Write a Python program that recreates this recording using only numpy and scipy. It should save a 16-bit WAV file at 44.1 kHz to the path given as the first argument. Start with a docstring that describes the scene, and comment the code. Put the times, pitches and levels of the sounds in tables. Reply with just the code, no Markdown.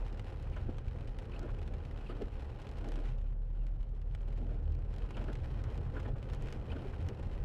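"""Inside a car driving slowly along a wet road in a shower, heard from just behind the windscreen.
The engine booms at low revs, as a sine at its firing rate with growling orders; tyres rumble as filtered noise.
The wipers sweep to and fro: at each turn noise bursts scuff, short gliding tones chirp and the blades flop over.
Raindrops tick on the glass as impacts with a ringing tail, thinning out for a while in the lee of a rock face.
Bumps boom and puddles swish under the car; the resonances of the small cabin colour it all."""
import sys
import numpy as np
from scipy import signal
from scipy.fft import rfft, irfft
from scipy.io import wavfile

SR = 44100
rng = np.random.default_rng(int(sys.argv[2]) if len(sys.argv) > 2 else 0)


def persist_wave(psi):
    """Save psi, clipped to +-1, as 16-bit WAV."""
    counts = np.round(np.clip(psi, -1, 1) * 32767).astype(np.int16)
    wavfile.write(sys.argv[1], SR, np.atleast_2d(counts).T)


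N = 328104  # length in samples

# Engine firing rate in one gear, so it also gives the road speed: time_s, rate_hz
FIRING_RATE = [(0, 40), (.3, 36.76), (1.7, 36.79), (2.4, 35.24), (2.9, 35.35), (3.9, 38.57), (4.7, 39),
               (6.5, 43.47), (7.44, 42.97)]
# Boom under engine load; the throttle opens just before 3 s and is slowly eased: time_s, level_db
ENGINE_BOOM = [(0, -36.5), (.2, -45), (.7, -48), (1.6, -43), (2.35, -45), (2.65, -77), (2.8, -45),
               (2.95, -34.5), (3.8, -37), (4.8, -36.5), (5.6, -45), (6.2, -44.5), (7.2, -52), (7.44, -35.5)]
# The upper engine orders swell and sink: time_s, level_db
ENGINE_GROWL = [(0, -55.5), (1.0, -68), (1.4, -50), (3.1, -56), (3.8, -64), (4.65, -45), (5.1, -59.5),
                (6.5, -51), (7.44, -45)]
# Engine orders above the firing rate: multiple, level_db (relative to the growl)
UPPER_ORDERS = [(2, 0.5), (3, -6.5), (4, -10)]
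CRUISE_HZ = 37  # firing rate at cruise

# Rumble from the roughness of the road: time_s, level_db
ROAD_RUMBLE = [(0, -45.5), (.3, -45), (.6, -40.5), (1.9, -44.5), (2.6, -46), (3.1, -44), (3.8, -45),
               (4.6, -43), (5.8, -38.5), (7.44, -43)]
# Bumps that set the body booming: centre_s, level_db, half_length_s, pitch_hz
BODY_BUMPS = [(0.588, -34, 0.0062, 80.6), (2.436, -39.5, 0.025, 68), (4.682, -39, 0.071, 73.4),
              (6.109, -34, 0.019, 39.5), (7.044, -35.5, .025, 85.4)]
# Water thrown up from puddles: centre_s, level_db, half_length_s
PUDDLE_SPLASHES = [(1.492, -59, 0.011), (5.663, -61.5, 0.024), (5.884, -64, 0.018), (6.166, -61.5, 0.0071),
                   (6.94, -58, 0.0074)]
# Water under the wheels: level at cruise in the open, rise per doubling of speed
WASH_DB, WASH_DB_PER_OCTAVE = -53, 10
WASH_FOLLOWS = 0.62  # share of the shower's swing in dB

# Blades scuff as they stop and again as they set off, turning about every 0.77 s:
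# peak_s, rub_db, wet_swish_db (both before the judder), rise_s, decay_s
WIPER_SCUFFS = [(.568, -37.5, -45.5, 0.0037, 0.016), (.686, -44, -59, 0.022, 0.015),
                (1.355, -45, -56.5, .028, 0.048), (1.445, -39, -53.5, .03, 0.037),
                (2.098, -39.5, -52.5, 0.0071, 0.044), (2.216, -40, -58, 0.019, .024),
                (2.87, -40, -62, 0.033, .041), (2.978, -43, -71, 0.025, 0.064),
                (3.65, -52.5, -79, .028, 0.021), (3.75, -53, -80, 0.047, .025),
                (4.42, -45, -69, 0.031, 0.069), (4.515, -44.5, -62, 0.02, 0.061),
                (5.179, -38.5, -48, 0.011, 0.011), (5.214, -34.5, -48.5, 0.0087, 0.02),
                (5.286, -36.5, -46, .005, 0.019), (5.969, -39, -45.5, 0.017, .016),
                (6.059, -37.5, -45, 0.0055, 0.0085), (6.086, -39, -55.5, .016, 0.021),
                (6.725, -40, -52, .016, 0.024), (6.767, -38, -48, .009, 0.0052),
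                (6.845, -41.5, -60, 0.024, 0.027)]
# Blades flopping over: centre_s, grunt_db, half_length_s, grunt_hz, arm_knock_db (click before its filter)
BLADE_FLOPS = [(0.6923, -47, 0.0038, 330, -1), (1.436, -48.5, 0.0069, 330, -29),
               (2.223, -37.5, 0.0066, 398, -8), (4.441, -48.5, 0.031, 237, -28),
               (5.3, -46, 0.0068, 280, -8), (6.854, -47, .016, 408, -25)]
# Rubber catching: centre_s, level_db, half_length_s, pitch_hz, pitch_fall (a share; negative rises)
RUBBER_SQUEAKS = [(.533, -63, 0.0027, 2880, .03), (.542, -60, 0.0036, 2480, 0.098),
                  (.573, -62, 0.0026, 2960, .03), (1.321, -57, .0022, 2590, 0.24),
                  (1.34, -57, 0.0031, 2500, -0.027), (1.364, -55, 0.0028, 2710, -0.16),
                  (2.068, -59, 0.0052, 2600, 0.071), (2.097, -62, .003, 2920, 0.015),
                  (2.104, -53, 0.0081, 1240, -0.078), (3.617, -74, 0.011, 2780, 0.0081),
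                  (5.149, -58, .0052, 2753, 0.15), (5.179, -61.5, 0.0042, 3020, -.05),
                  (5.286, -55, 0.0028, 1500, -0.38), (6.056, -60, 0.0034, 1880, 0.18),
                  (6.695, -65, .0022, 2870, -0.013), (6.703, -56, 0.0026, 2560, -0.0027),
                  (6.72, -52.5, 0.0035, 2880, -.08)]

# Strength of the shower, dropping in the lee of the rock and building up again: time_s, level_db
SHOWER_STRENGTH = [(0, -63), (.8, -65), (2.1, -63), (2.35, -63.5), (2.68, -62), (3.08, -62), (3.25, -73),
                   (3.5, -75.5), (4.0, -73.5), (4.32, -67), (4.6, -69.5), (4.85, -69.5), (5.04, -63),
                   (5.8, -62.5), (6.09, -65), (6.13, -69.5), (6.2, -64), (6.42, -60.5), (6.6, -63.5),
                   (6.76, -61), (7.44, -63.5)]
# Fattest drops on the glass: start_s, level_db (before the part offsets in big_drops), pitch_hz (of the ping)
FAT_DROPS = [(.0644, -58, 2500), (.1268, -54, 3100), (.1956, -48, 3770), (.4265, -55, 7100),
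             (.564, -60.5, 1600), (.7695, -66, 3000), (.7836, -53, 2470), (.8823, -56, 2700),
             (1.094, -67, 3050), (1.1878, -48.5, 3750), (1.2551, -58, 3500), (1.3936, -47, 6840),
             (1.6168, -58, 4800), (1.677, -53, 3000), (1.7384, -53, 3017), (1.8512, -56, 2600),
             (1.9749, -54, 3400), (2.2202, -51, 3084), (2.6175, -52.5, 3100), (2.6696, -54, 2500),
             (2.6912, -53, 4300), (2.7144, -54.5, 7000), (2.8879, -48.5, 6000), (2.9192, -49.5, 3200),
             (2.9575, -51, 3100), (3.0012, -58, 7300), (3.0547, -54, 3000), (3.0864, -58, 2740),
             (3.1849, -63, 2600), (3.2145, -63, 3100), (3.6676, -55, 3800), (3.8291, -61, 3300),
             (3.9495, -68, 2526), (4.0164, -60.5, 4970), (4.1493, -49.5, 4000), (4.2165, -63, 7090),
             (4.2841, -58, 3300), (4.3748, -59, 2700), (4.6375, -66, 5200), (4.7221, -58, 4734),
             (4.7507, -59, 4430), (4.9396, -57, 2500), (4.9628, -54, 4880), (4.9838, -52, 4730),
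             (5.1069, -50.5, 3100), (5.1698, -52, 2716), (5.2415, -52.5, 3100), (5.3302, -48.5, 3400),
             (5.354, -51, 2900), (5.6397, -49.5, 5900), (5.7774, -52, 3590), (6.0007, -51, 2800),
             (6.0296, -58, 2790), (6.2283, -54.5, 2890), (6.2998, -53.5, 3100), (6.3348, -46.5, 3900),
             (6.3484, -51, 7300), (6.4235, -49.5, 7100), (6.4586, -55.5, 2497), (6.5258, -43.5, 5500),
             (7.0254, -57, 3910), (7.0734, -64, 2830), (7.0875, -43, 5600)]
OPEN_SHOWER_DB, PATTER_DB = -63, -61.5  # shower reference and patter level, both in the open
# Lesser fat drops at random: rate and level in the open, spread of level
STRAY_PER_S, STRAY_DB, STRAY_SPREAD_DB = 11, -59, 1.5
STRAY_FOLLOWS = 0.9  # share of the shower's swing in dB
DROP_HZ = 3300  # pitch of a typical drop

# Filter curves for noise and impacts, each: frequency_hz, gain_db
RUMBLE_SPECTRUM = [(16, -18.5), (25, -4), (34, -5), (46, 4.5), (58, -4.5), (70, 1), (90, -2), (130, -4),
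                   (165, -15.5), (230, -21), (400, -55.5)]
WASH_SPECTRUM = [(100, -19), (180, 5.5), (280, 2), (330, 1.5), (430, 1), (540, -0.5), (680, -7.5),
                 (830, -13), (1000, -16.5), (1500, -18), (2800, -45), (6000, -60.5), (13000, -68.5)]
SCUFF_SPECTRUM = [(80, -16.5), (200, 10.5), (450, 5), (700, 0), (950, -22.5), (1400, -29), (2500, -28),
                  (5000, -38.5)]
SWISH_SPECTRUM = [(500, -23.5), (900, 9), (1400, 8.5), (2000, -2), (3000, -6), (5000, -25.5), (12000, -37)]
RASP_SPECTRUM = [(1500, -4), (2600, 12), (3100, 12), (3600, 2), (4400, 4), (6000, -16), (9000, -9),
                 (13000, -26)]
KNOCK_SPECTRUM = [(100, -5), (220, 14.5), (450, 1), (700, -10), (1000, -23), (1600, -36), (3000, -40)]
TICK_SPECTRUM = [(800, -17.5), (2500, -3), (4500, 2.5), (7000, -3.5), (12000, -13), (15500, -37)]
PANE_SPECTRUM = [(300, 2), (800, 2.5), (1500, -0.5), (3000, -1), (4500, -11), (8000, -20.5), (13000, -45)]
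GLASS_SPECTRUM = [(250, -8), (600, 6), (850, 8.5), (1050, 6.5), (1600, 2.5), (2200, 0), (2850, -0.3),
                  (3700, -8), (5000, -13.5), (8000, -21.5), (12500, -28.5), (14500, -53.5)]
# Standing waves of the cabin, peaks and notches:
# frequency_hz, width_hz (before cabin() scales it by gain), gain_db
CABIN_RESONANCES = [(26.56, 6.8, 10.5), (182, 13, -7), (201.3, 10, 1.5), (246, 30, -2.5), (328, 22, -2.5),
                    (535, 110, 1.5), (602, 50, -3.5), (818, 53, 5.5), (1093, 48, -2)]
CEILING_DB, CUTOFF_HZ = -26, 15500  # where peaks round off, and the top of the band


def engine(unevenness_db=2.5, waver=0.012):
    """The firing rate booms in the cabin under load; its upper orders growl unevenly."""
    rate_hz = in_time(FIRING_RATE) * (1 + waver * drift(4.0))
    phase = 2 * np.pi * np.cumsum(rate_hz) / SR
    boom = from_db(in_time(ENGINE_BOOM) - 1.0 + 1.0 * drift(3.0)) * np.sin(phase)
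    growl = np.zeros(N)
    for multiple, db in UPPER_ORDERS:
        level = from_db(db + unevenness_db * drift(4.8))
        phase_offset = rng.uniform(0, 2 * np.pi) + 0.83 * drift(5.05)
        growl += level * np.sin(round(multiple) * phase + phase_offset)
    return np.sqrt(2) * (boom + from_db(in_time(ENGINE_GROWL)) * growl)


def speed_octaves():
    """Revs and road speed, in doublings above cruise."""
    return np.log2(in_time(FIRING_RATE) / CRUISE_HZ)


def tyres(roughness_db=1.5, slosh_db=1.4):
    """Rumble through the body, and the dull wash of water under the wheels, growing with speed and rain."""
    rumble = from_db(in_time(ROAD_RUMBLE) + roughness_db * drift(39)) * noise(RUMBLE_SPECTRUM)
    wash_db = WASH_DB + WASH_DB_PER_OCTAVE * speed_octaves() + WASH_FOLLOWS * shower_db()
    wash = from_db(wash_db + slosh_db * drift(12.0)) * noise(WASH_SPECTRUM)
    return rumble + wash


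def bumps():
    """Each bump swells and dies as one low note of the body."""
    boom = np.zeros(N)
    for s, db, half_length, hz in BODY_BUMPS:
        tone = np.sin(2 * np.pi * hz * (seconds() - s))
        boom += from_db(db) * swell(s, half_length) * tone
    return np.sqrt(2) * boom


def puddles(slosh_db=5.0):
    """Thrown-up water makes short wet swishes under the car."""
    level = sum(from_db(db) * swell(s, half_length) for s, db, half_length in PUDDLE_SPLASHES)
    return level * from_db(slosh_db * drift(80)) * noise(SWISH_SPECTRUM)


def wipers():
    """Scuffs spread through the pane and trail off in the cabin; flops and squeaks stay short and dry."""
    pane_and_cabin = splash(ring_s=0.009, ring_db=-7.0, cabin_s=0.023, cabin_db=-8.0)
    return signal.oaconvolve(scuffs(), pane_and_cabin)[:N] + flops() + chirps()


def scuffs(judder_db=2.1, judder_hz=110):
    """Rubber judders over the glass, pushing a bead of water ahead; each scuff swells and trails off."""
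    rub, water = np.zeros((2, N))
    for s, rub_db, wet_db, rise, decay in WIPER_SCUFFS:
        time_constant = np.where(seconds() < s, rise, decay)
        drag = np.exp(-np.minimum(np.abs(seconds() - s) / time_constant, 50))
        rub += from_db(rub_db) * drag
        water += from_db(wet_db) * drag
    stutter = from_db(judder_db * drift(judder_hz) - 6.0)
    return stutter * (rub * noise(SCUFF_SPECTRUM) + water * noise(SWISH_SPECTRUM))


def flops(wobble=0.25):
    """The blade folds over with a low grunt and its arm knocks on the glass."""
    slip = wobble * drift(180)
    grunts, knocks = np.zeros((2, N))
    for s, db, half_length, hz, knock_db in BLADE_FLOPS:
        grunts += rubber_tone(s, db, half_length, hz, slip, fall=0.14)
        knocks[int(s * SR)] = from_db(knock_db)
    return grunts + coloured(knocks, KNOCK_SPECTRUM)


def chirps(wobble=0.057, rasp_db=-10.5, overtone=1.58, overtone_db=-17):
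    """Each squeak glides as the blade bends, with a weak higher mode of the rubber and a rasp round it."""
    slip = wobble * drift(420)
    squeaks, rasp = np.zeros((2, N))
    for s, db, half_length, hz, fall in RUBBER_SQUEAKS:
        squeaks += rubber_tone(s, db, half_length, hz, slip, fall)
        squeaks += rubber_tone(s, db + overtone_db, half_length, overtone * hz, slip, fall)
        rasp += from_db(db + rasp_db) * swell(s, 2 * half_length)
    return squeaks + rasp * noise(RASP_SPECTRUM)


def rubber_tone(s, db, half_length, hz, wobble, fall):
    """A brief stick-slip tone whose pitch wobbles and glides as the blade bends."""
    glide = 1 - fall * np.tanh((seconds() - s) / (2 * half_length))
    phase = 2 * np.pi * np.cumsum(hz * (glide + wobble)) / SR
    return np.sqrt(2) * from_db(db) * swell(s, half_length) * np.sin(phase - phase[int(s * SR)])


def big_drops(tick_db=10.0, ping_db=0.0, ping_cycles=1.4, pane_db=19.5, pane_db_per_octave=-6.5):
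    """Fat drops tick, ping for a cycle or two and ring the pane; the lower the pitch, the more body."""
    ticks, pings, pane = np.zeros((3, N + SR))
    for s, db, hz in list(FAT_DROPS) + stray_drops():
        tick = splash(ring_s=0.0017, ring_db=-6.5, cabin_s=0.0025, cabin_db=-5.5)
        ring = splash(ring_s=0.0054, ring_db=8.0, cabin_s=0.0047, cabin_db=1)
        start = int(s * SR)
        at = slice(start, start + len(tick))
        cycles = hz * np.arange(len(tick)) / SR
        ping = np.exp(-cycles / ping_cycles) * np.sin(2 * np.pi * cycles)
        body_db = pane_db + pane_db_per_octave * np.log2(hz / DROP_HZ)
        ticks[at] += from_db(db + tick_db) * tick
        pings[at] += from_db(db + ping_db) * ping
        pane[at] += from_db(db + body_db) * ring
    return pings[:N] + coloured(ticks, TICK_SPECTRUM) + coloured(pane, PANE_SPECTRUM)


def stray_drops(spread_octaves=0.38):
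    """Random fat drops, fewer and softer in the lee: rows of start_s, level_db, pitch_hz."""
    rain_db = STRAY_FOLLOWS * shower_db()
    lands = rng.random(N) < STRAY_PER_S * from_db(rain_db) / SR
    level_db = STRAY_DB + rain_db + STRAY_SPREAD_DB * rng.standard_normal(N)
    hz = DROP_HZ * 2 ** (spread_octaves * rng.standard_normal(N))
    return list(zip(seconds()[lands], level_db[lands], hz[lands]))


def patter(per_s=950, size_spread_db=7.0, mist_db=-9, clumping_db=2.5, crowding=.6, count=12):
    """Small drops land in loose clumps all over the glass; a heavier shower brings more of them."""
    level = from_db(PATTER_DB + shower_db())
    heaviness = (level / level.mean()) ** crowding
    lands = rng.random(N) < per_s * heaviness * from_db(clumping_db * drift(14)) / SR
    sizes = from_db(size_spread_db * np.minimum(rng.standard_normal(N), 2.0))
    spot = rng.integers(0, count, N)
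    drops = np.zeros(N)
    for k, brightness in enumerate(np.linspace(-1, 1, count)):
        hits = lands * sizes * (spot == k)
        drops += signal.oaconvolve(hits, glass_spot(brightness))[:N]
    # the finest spray merges into a hiss
    impacts = rms_one(drops / np.sqrt(heaviness)) + from_db(mist_db) * rng.standard_normal(N)
    return level * rms_one(coloured(impacts, GLASS_SPECTRUM))


def glass_spot(brightness, tilt_db=3.0, ring_s=0.0055):
    """One spot on the glass: near ones (brightness 1) tick sharply, far ones (-1) tap dully and ring longer."""
    spot_ring_s = ring_s * 2.0 ** -brightness
    hit = splash(ring_s=spot_ring_s, ring_db=-3 * brightness, cabin_s=0.0028, cabin_db=-1.0)
    bass = signal.sosfilt(signal.butter(1, 3000, fs=SR, output="sos"), hit)
    treble = hit - bass
    return (bass + from_db(tilt_db * brightness) * treble) / np.linalg.norm(bass)


def shower_db():
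    """Strength of the rain relative to the open road."""
    return in_time(SHOWER_STRENGTH) - OPEN_SHOWER_DB


def splash(ring_s, ring_db, cabin_s, cabin_db, size=3000):
    """One impact: a sharp tick, a short dense ring of the pane, and cabin reflections."""
    t = np.arange(size) / SR
    out = np.zeros(size)
    out[0] = 1
    for decay_s, db in [(ring_s, ring_db), (cabin_s, cabin_db)]:
        tail = rng.standard_normal(size) * np.exp(-t / decay_s)
        out += from_db(db) * tail / np.linalg.norm(tail)
    return out


def cabin(x):
    """The small closed space lifts some pitches and swallows others, one resonance after another."""
    for hz, width_hz, db in CABIN_RESONANCES:
        sharpness = hz / width_hz * from_db(db / 2)
        b, a = signal.iirpeak(hz, sharpness, fs=SR)
        x = x + (from_db(db) - 1) * signal.lfilter(b, a, x)
    return x


def from_db(db):
    """Decibels to gain."""
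    return 10 ** (np.asarray(db) / 20)


def rms_one(x):
    """Scale to unit rms."""
    return x / np.sqrt(np.mean(x ** 2) + 1e-20)


def seconds():
    """The time of every sample."""
    return np.arange(N) / SR


def in_time(rows):
    """A control curve, joined by straight lines."""
    return np.interp(seconds(), *np.transpose(rows))


def swell(s, half_length):
    """A bell-shaped rise and fall round time s."""
    return np.exp(-.5 * np.minimum(((seconds() - s) / half_length) ** 2, 100))


def drift(rate_hz, step=40):
    """Random wandering of rms 1: low-passed noise computed every 40 samples and joined by lines."""
    r = np.exp(-2 * np.pi * rate_hz * step / SR)
    raw = rng.standard_normal(N // step + 2002)
    slow = signal.lfilter([1], [1, -2 * r, r * r], raw)[2000:]  # skip the filter's run-in
    return np.interp(np.arange(N) / step, np.arange(len(slow)), rms_one(slow))


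def coloured(x, spectrum, size=8192):
    """Causal (minimum-phase) filter that follows a spectrum: nothing sounds before its cause."""
    hz, db = np.transpose(spectrum)
    grid = np.maximum(np.fft.rfftfreq(size, 1 / SR), 1)
    octaves_outside = np.maximum(np.log2(hz[0] / grid), 0) + np.maximum(np.log2(grid / hz[-1]), 0)
    # beyond the curve's ends: 18 dB down per octave, for two octaves
    gain_db = np.interp(np.log(grid), np.log(hz), db) - 18 * np.minimum(octaves_outside, 2)
    # folding the cepstrum onto positive times gives minimum phase
    cepstrum = irfft(np.log(from_db(gain_db)))
    cepstrum[1:size // 2] *= 2
    cepstrum[size // 2 + 1:] = 0
    impulse_response = irfft(np.exp(rfft(cepstrum)))
    return signal.fftconvolve(x, impulse_response)[:N]


def noise(spectrum):
    """Coloured noise of rms 1."""
    return rms_one(coloured(rng.standard_normal(N), spectrum))


def scene():
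    """Everything as heard just behind the windscreen, in one channel."""
    road = engine() + tyres() + bumps() + puddles()
    windscreen = wipers() + big_drops() + patter()
    return cabin(road + windscreen)[None]


def record(dry):
    """The highest peaks are rounded off and the top is cut steeply."""
    rounded = dry / (1 + (dry / from_db(CEILING_DB)) ** 8) ** (1 / 8)
    return signal.sosfilt(signal.cheby1(10, .2, CUTOFF_HZ, fs=SR, output="sos"), rounded)


dry = scene()
out = record(dry)
persist_wave(out)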